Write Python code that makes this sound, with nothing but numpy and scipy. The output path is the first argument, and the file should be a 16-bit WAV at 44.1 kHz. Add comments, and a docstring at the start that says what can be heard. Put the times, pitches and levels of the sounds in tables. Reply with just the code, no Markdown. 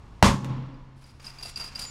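"""One first hears quiet room air over a hissing, rumbling pressurised pot; a shock crack then marks its opening.
An N-shaped pulse and shaped noise give the crack, roaring steam and grain pelting a cloth bag; decaying
modes, a faint steady hum and a diffuse tail give the boom. A limiter ducks under the bang and lets the
boom swell back. Afterwards dense slips give iron scrapes, and damped sines and resonators give clinks
of latch and lid as the pot is tipped out."""
import sys
import numpy as np
from scipy import signal
from scipy.io import wavfile
from scipy.ndimage import minimum_filter1d

SR = 44100
rng = np.random.default_rng(int(sys.argv[2]) if len(sys.argv) > 2 else 0)


def bounce(signal):
    """Save signal as a 16-bit WAV file at the path given by the first command-line argument."""
    frames = np.transpose(np.atleast_2d(signal))
    limited = np.clip(frames, -1, 1)
    pcm = np.round(limited * 32767).astype(np.int16)
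    wavfile.write(sys.argv[1], SR, pcm)


N = 83790
T = np.arange(N) / SR  # time axis, s

# Every "density" is a noise spectrum per Hz, relative: the whole spectrum is later scaled to rms 1.
# Room air: f/Hz, density level/dB
AIR_SPECTRUM = [(25, 8.5), (50, -7), (80, 0.5), (140, -17), (250, -14.5), (500, -24.5), (1000, -22.5),
                (2000, -30), (5000, -39.5), (9000, -53), (15000, -68)]
# Closed pot hissing and rumbling under pressure: f/Hz, density level/dB
SIMMER_SPECTRUM = [(25, -22), (50, 0), (140, -13.5), (390, -26.5), (550, -34), (950, -26), (1600, -39.5),
                   (5000, -47), (9000, -55), (15000, -76)]
AIR_DB, SIMMER_DB = -50.5, -45

# Diffuse reflections of the small sounds
CLINK_WET_DB, SCRAPE_WET_DB, WET_T60_S = -14, -5, 0.83

# Iron sliding on iron: start t/s, length t/s, level/dB, treble level/dB relative to the slide
SCRAPE_STROKES = [(0.957, 0.11, -76.5, 5.5), (1.008, 0.1, -60.5, -4.5), (1.102, 0.096, -72, -2),
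                  (1.196, 0.0088, -52, -19.5), (1.213, 0.044, -54, -4), (1.244, 0.053, -50.5, -2.5),
                  (1.31, 0.065, -54.5, -9.5), (1.384, 0.0056, -50, -7), (1.40, .02, -50.5, -6),
                  (1.4287, 0.0037, -44.5, 4), (1.446, .03, -48, -1), (1.479, 0.017, -49, 3.5),
                  (1.557, 0.046, -48, -0.5), (1.5956, .004, -43, -8), (1.608, 0.026, -44, -11),
                  (1.639, 0.0037, -43, -1), (1.659, 0.027, -48.5, -6), (1.713, 0.045, -52, -20),
                  (1.756, 0.0092, -44.5, -5), (1.776, 0.011, -47, -26), (1.7917, 0.0058, -42, 5.5),
                  (1.806, 0.026, -45.5, 3.5), (1.835, 0.018, -48, -3.5), (1.867, .035, -53, -7)]
# Body of the scrape: f/Hz, density level/dB
SCRAPE_BODY_SPECTRUM = [(150, 7), (400, -3), (1300, 3), (1900, -3.5), (2750, 3), (3400, -9.5), (5200, -4),
                        (6500, -7), (9000, -24.5)]
# Treble of the scrape, also of the latch ticks: f/Hz, density level/dB
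TREBLE_SPECTRUM = [(2000, -10), (5000, 1), (7000, -12), (9400, 5.5), (11500, -22.5), (13500, -35.5),
                   (15500, -18.5)]
SCRAPE_RISE_SHARE = 0.072  # rise time as a share of slide length: longer slides start more gently
SCRAPE_T60_S, SLIPS_PER_S = 0.1, 3500
PATCHY_DB, PATCHES_PER_S = 1.5, 170  # the sliding iron grips unevenly

# Light touches that set the thin lever singing: t/s, level/dB
LEVER_PINGS = [(1.46, -52), (1.807, -45), (1.861, -39.5)]
PING_HZ, PING_T60_S = 7040, 0.38

# Latch clinks: t/s, level/dB, pitch f/Hz
LATCH_CLINKS = [(.742, -60, 4850), (1.042, -47.5, 4870), (1.090, -51, 4910), (1.203, -48.5, 4700),
                (1.245, -38.5, 5120), (1.267, -29.5, 4915), (1.276, -39, 4990), (1.303, -38.5, 4910),
                (1.386, -38.5, 4750), (1.396, -35, 4770), (1.426, -29, 4740), (1.433, -32.5, 4850),
                (1.450, -29.5, 4790), (1.459, -29.5, 4690), (1.466, -36, 4800), (1.481, -32.5, 4840),
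                (1.559, -25.5, 4750), (1.573, -27.5, 4805), (1.599, -26, 4790), (1.606, -26, 4796),
                (1.614, -26.5, 4764), (1.625, -31.5, 4750), (1.642, -31, 4740), (1.6605, -31.5, 4880),
                (1.677, -36, 4850), (1.751, -29.5, 4800), (1.7565, -26.5, 4890), (1.795, -33, 4760),
                (1.810, -38, 4990), (1.817, -30, 4720), (1.824, -30.5, 4720), (1.837, -35, 4870),
                (1.851, -34, 4795)]
# Lid modes excited by every clink: f/Hz, level/dB relative to the clink, T60 t/s
LID_MODES = [(1347, -31, 0.083), (2690, -23.5, 0.19), (2745, -26, 0.12), (3940, -26, 0.1), (4748, -21, 0.2),
             (4840, -9.5, 0.11), (5090, -19, 0.055), (5610, -25, 0.084), (8400, -28, 0.084),
             (10100, -32, 0.066)]
CLINK_T60_S, CLINK_RISE_S = 0.037, 0.00063
TICK_DB, TICK_T60_S = -13.5, .014  # level relative to the clink

# Dry tick in the boom: f/Hz, density level/dB
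KNOCK_SPECTRUM = [(300, -8), (1500, 4), (5000, -7), (9000, -13), (15000, -26)]
# Dull bump as the pot is tipped: f/Hz, density level/dB
BUMP_SPECTRUM = [(200, -16), (450, 0), (750, 15), (1100, -8), (2500, -35)]
KNOCK_S, KNOCK_DB, KNOCK_T60_S = .4458, -21, .005
KNOCK_TAIL_DB, KNOCK_TAIL_T60_S = -17.5, 0.12  # level relative to the tick
BUMP_S, BUMP_DB, BUMP_T60_S = 1.454, -36, 0.02

# Pot and room modes after the bang, with a faint steady hum at 133.5 Hz: f/Hz, level/dB, T60 t/s
BOOM_MODES = [(130.7, -11.5, 1.055), (133.5, -49.5, 25), (155.2, -16.5, .85), (198.3, 0.5, 0.39),
              (242.3, -15, 0.61), (274.2, -24, 1.087), (449, -8, 0.2), (558, -11, 0.33), (785, -30, 0.39),
              (832, -26, 0.67), (865, -23, 0.58), (1060, -11, 0.32), (1113, -14, .4)]
# Diffuse room tail: f/Hz, density level/dB
TAIL_SPECTRUM = [(35, -11.5), (70, -13), (140, -1.5), (180, -9), (277, -2.5), (395, -27.5), (480, -15),
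                 (700, -30.5), (1000, -18.5), (1450, -30.5), (3000, -33), (5500, -41.5), (12000, -75.5)]
# Decay of the diffuse tail: f/Hz, T60 t/s
TAIL_DECAY = [(60, 1.2), (200, 1.04), (1000, 1.33), (4000, 1.104), (12000, 0.85)]
BOOM_RISE_S, TAIL_DB, TAIL_RISE_S = 0.013, -20, 0.045

# Grain pelting the cloth: f/Hz, density level/dB
SPRAY_SPECTRUM = [(500, -8.5), (1500, 7), (3000, -2.5), (6000, 6.5), (9000, -11), (15000, -26)]
SPRAY_DB, SPRAY_RISE_S, SPRAY_HOLD_S, SPRAY_T60_S = -19.5, .012, 0.032, 0.33

# Escaping steam: f/Hz, density level/dB
JET_SPECTRUM = [(30, -10), (85, -7), (200, -4.5), (330, -16), (480, -16.5), (700, -21.5), (1050, -11),
                (1300, -21), (1600, -23), (2500, -24.5), (6000, -30.5), (9500, -37.5), (15500, -64.5)]
# Decay of the steam: f/Hz, T60 t/s
JET_DECAY = [(50, 0.33), (200, 0.37), (1000, 0.26), (4000, 0.24), (14000, 0.24)]
JET_DB, JET_ATTACK_S, JET_HOLD_S = -2.5, 0.00035, 0.041
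PUFF_HZ, PUFF_DB, PUFF_RISE_S = 53.8, -4, 0.0097  # the low shove of air that fills the bag

# Shock rebounds from the lid and the bag mouth: delay t/s, level/dB relative to the shock, length t/s
SHOCK_REBOUNDS = [(.0011, -1, .001), (.0026, -10, .0004)]
# Lid snapping off its seat: f/Hz, density level/dB
CRACK_SPECTRUM = [(600, -1), (1600, -6.5), (3000, -4.5), (5000, -20.5), (7300, -6), (10000, -21.5),
                  (15500, -20)]
BANG_S = .2263  # the pot opens
SHOCK_S, SHOCK_DB, SHOCK_TOP_HZ = 0.00067, 16, 7470
CRACK_DB, CRACK_T60_S = 0.5, .012

# Limiter threshold, deepest duck, hold and recovery; then peak ceiling (full scale 1) and top cut
LIMIT_DB, LIMIT_MAX_DB, LIMIT_HOLD_S, LIMIT_RELEASE_DB_PER_S = -8, 11.5, 0.13, 196
CEILING, CUTOFF_HZ = .95, 16000


def from_db(db):
    """Level as a logarithm: convert decibels to an amplitude ratio."""
    return 10 ** (np.asarray(db) / 20)


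def rms_one(x):
    """Normalisation: scale a signal to unit rms."""
    return x / np.sqrt(np.mean(x ** 2) + 1e-20)


def at_hz(points, hz):
    """Interpolation of a table along a logarithmic frequency axis."""
    f, v = np.transpose(points)
    return np.interp(np.log(hz), np.log(f), v)


def envelope(start, rise, hold, t60):
    """Exponential approach and decay: the fall of 60 dB per t60 begins after the hold."""
    age = np.maximum(T - start, 0)
    attack = 1 - np.exp(-age / rise)
    release = from_db(-60 * np.maximum(age - hold, 0) / t60)
    return attack * release


def mode(start, hz, rise, t60):
    """Damped free vibration: a decaying sine at one natural frequency."""
    return envelope(start, rise, 0, t60) * np.sin(2 * np.pi * hz * (T - start))


def white():
    """Gaussian noise: equal mean power at every frequency."""
    return rng.standard_normal(N)


def slips(spread_db=3.0):
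    """Impulsive excitation: dense, randomly timed clicks of either sign and uneven size."""
    hits = rng.random(N) < SLIPS_PER_S / SR
    signs = rng.choice([-1, 1], N)
    sizes = from_db(spread_db * np.minimum(rng.exponential(1, N), 4))
    return hits * signs * sizes


def drift(rate):
    """Random modulation: normal values of spread 1, joined by straight lines."""
    points = rng.standard_normal(N // 20)
    return np.interp(T * rate, np.arange(len(points)), points)


def coloured(spectrum, shape=lambda hz: 1, source=white):
    """Band synthesis: third-octave noise, jointly rms 1 before each band's own envelope."""
    edges = 22 * 2 ** (np.arange(30) / 3)
    # A wrapped lead-in lets the filters settle; neighbouring bands use separate draws.
    draws = [np.pad(source(), (SR // 4, 0), "wrap") for _ in range(2)]
    out, power = 0, 0
    for k, (low, high) in enumerate(zip(edges, edges[1:])):
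        hz = np.sqrt(low * high)
        gain = from_db(at_hz(spectrum, hz)) * np.sqrt(high - low)
        band_filter = signal.butter(2, [low, high], "band", fs=SR, output="sos")
        band = signal.sosfilt(band_filter, draws[k % 2])[-N:]
        out = out + gain * rms_one(band) * shape(hz)
        power = power + gain ** 2
    return out / np.sqrt(power)


def low_pass(x, hz):
    """Second-order attenuation of the treble."""
    return signal.sosfilt(signal.butter(2, min(hz, SR / 2 - 1000), fs=SR, output="sos"), x)


def background():
    """Stationary noise: steady room air, with the closed pot's simmer ending at the bang."""
    air = from_db(AIR_DB) * coloured(AIR_SPECTRUM)
    simmer = from_db(SIMMER_DB) * coloured(SIMMER_SPECTRUM) * (T < BANG_S)
    return air + simmer


def room(x, wall_hz=6500):
    """Diffuse reverberation: convolution with decaying noise of unit energy, then slightly dulled."""
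    response = white() * envelope(0.0099, 0.00244, 0, WET_T60_S)
    response = response / np.sqrt(np.sum(response ** 2))
    return low_pass(signal.fftconvolve(x, response)[:N], wall_hz)


def scrapes():
    """Stick-slip friction: dense slips form short slides, some brighter than others."""
    body, treble = np.zeros(N), np.zeros(N)
    for s, length, db, treble_db in SCRAPE_STROKES:
        stroke = from_db(db) * envelope(s, SCRAPE_RISE_SHARE * length, length, SCRAPE_T60_S)
        # Overlapping strokes add in power.
        body = np.hypot(body, stroke)
        treble = np.hypot(treble, stroke * from_db(treble_db))
    grip = from_db(PATCHY_DB * drift(PATCHES_PER_S))
    low_part = body * coloured(SCRAPE_BODY_SPECTRUM, source=slips)
    high_part = treble * coloured(TREBLE_SPECTRUM, source=slips)
    return grip * (low_part + high_part)


def lever():
    """Light damping: one high mode of the thin lever rings long after each touch."""
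    return sum(from_db(db) * mode(s, PING_HZ, 0.0021, PING_T60_S) for s, db in LEVER_PINGS)


def latch():
    """Impact excitation: each clink is a bright tick, a damped note and a fainter ring of the lid."""
    out, ticks = np.zeros(N), np.zeros(N)
    for s, db, pitch in LATCH_CLINKS:
        out += from_db(db) * mode(s, pitch, CLINK_RISE_S, CLINK_T60_S)
        ticks += from_db(db + TICK_DB) * envelope(s, 0.00018, 0, TICK_T60_S)
    s, db, _ = np.transpose(LATCH_CLINKS)
    for hz, mode_db, t60 in LID_MODES:
        impulses = np.zeros(N)
        sizes = from_db(db + mode_db + rng.normal(0, 1.4, len(s)))
        impulses[(s * SR).astype(int)] = sizes * rng.choice([-1, 1], len(s))
        # A two-pole resonator: pole radius sets the decay, pole angle the pitch.
        radius = from_db(-60 / (t60 * SR))
        angle = 2 * np.pi * hz / SR
        poles = [1, -2 * radius * np.cos(angle), radius * radius]
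        out += signal.lfilter([0, np.sin(angle)], poles, impulses + 1e-18)
    return out + ticks * coloured(TREBLE_SPECTRUM)


def knocks():
    """Short-duration noise: a dry tick with a faint tail, and a dull bump."""
    tick = envelope(KNOCK_S, 0.000073, 0, KNOCK_T60_S)
    tail = from_db(KNOCK_TAIL_DB) * envelope(KNOCK_S, 0.00036, 0, KNOCK_TAIL_T60_S)
    knock = from_db(KNOCK_DB) * coloured(KNOCK_SPECTRUM) * (tick + tail)
    bump = from_db(BUMP_DB) * coloured(BUMP_SPECTRUM) * envelope(BUMP_S, 0.00047, 0, BUMP_T60_S)
    return knock + bump


def boom():
    """Modal reverberation: modes of pot and room decay in a diffuse tail, beside a faint steady hum."""
    tones = sum(from_db(db) * mode(BANG_S, hz, BOOM_RISE_S, t60) for hz, db, t60 in BOOM_MODES)
    tail = coloured(TAIL_SPECTRUM, lambda hz: envelope(BANG_S, TAIL_RISE_S, 0, at_hz(TAIL_DECAY, hz)))
    return tones + from_db(TAIL_DB) * tail


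def spray():
    """Many small impacts: puffed grain pelts the bag while the steam blows."""
    pelting = coloured(SPRAY_SPECTRUM, source=slips)
    return from_db(SPRAY_DB) * pelting * envelope(BANG_S, SPRAY_RISE_S, SPRAY_HOLD_S, SPRAY_T60_S)


def blast():
    """Jet noise: escaping steam roars and decays band by band, over one low shove of air."""
    jet = coloured(JET_SPECTRUM, lambda hz: envelope(BANG_S, JET_ATTACK_S, JET_HOLD_S, at_hz(JET_DECAY, hz)))
    age = np.maximum(T - BANG_S, 0)
    swell = age / PUFF_RISE_S * np.exp(1 - age / PUFF_RISE_S)  # peaks at 1 after PUFF_RISE_S
    puff = swell * np.sin(2 * np.pi * PUFF_HZ * age)
    return from_db(JET_DB) * jet + from_db(PUFF_DB) * puff


def n_wave(start, length):
    """Shock pulse: pressure jumps up, falls linearly through zero and jumps back."""
    part = (T - start) / length
    return (1 - 2 * part) * ((part >= 0) & (part < 1))


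def shock():
    """Sudden pressure release: an N-shaped pulse, its near rebounds and a bright crack."""
    pulses = n_wave(BANG_S, SHOCK_S)
    for delay, db, length in SHOCK_REBOUNDS:
        pulses = pulses + from_db(db) * n_wave(BANG_S + delay, length)
    crack = coloured(CRACK_SPECTRUM) * envelope(BANG_S, .0001, 0, CRACK_T60_S)
    return from_db(SHOCK_DB) * low_pass(pulses, SHOCK_TOP_HZ) + from_db(CRACK_DB) * crack


def scene():
    """Superposition: the background, the bang and the handling of the pot add linearly."""
    clinks, slides = latch(), scrapes()
    reflections = room(from_db(CLINK_WET_DB) * clinks + from_db(SCRAPE_WET_DB) * slides)
    handling = knocks() + clinks + slides + lever() + reflections
    bang = shock() + blast() + spray() + boom()
    return (background() + handling + bang)[None]


def limiter(x):
    """Gain reduction: ducks at once under loud sound, holds, then recovers at a steady dB rate."""
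    level_db = 20 * np.log10(np.abs(x).max(0) + 1e-9)
    over = np.clip(level_db - LIMIT_DB, 0, LIMIT_MAX_DB)
    half = int(LIMIT_HOLD_S * SR / 2)
    # The shifted window keeps the largest excess of the preceding hold time.
    held = -minimum_filter1d(-over, 2 * half + 1, origin=half, mode="nearest")
    recovery = LIMIT_RELEASE_DB_PER_S * T
    cut = np.maximum.accumulate(held + recovery) - recovery
    return x * from_db(-cut)


def record(dry):
    """Saturation and band limiting: limiter, rounded peaks, then a steep top cut."""
    rounded = CEILING * np.tanh(limiter(dry) / CEILING)
    top_cut = signal.cheby2(12, 70, CUTOFF_HZ + 1000, fs=SR, output="sos")
    return signal.sosfilt(top_cut, rounded)


dry = scene()
out = record(dry)
bounce(out)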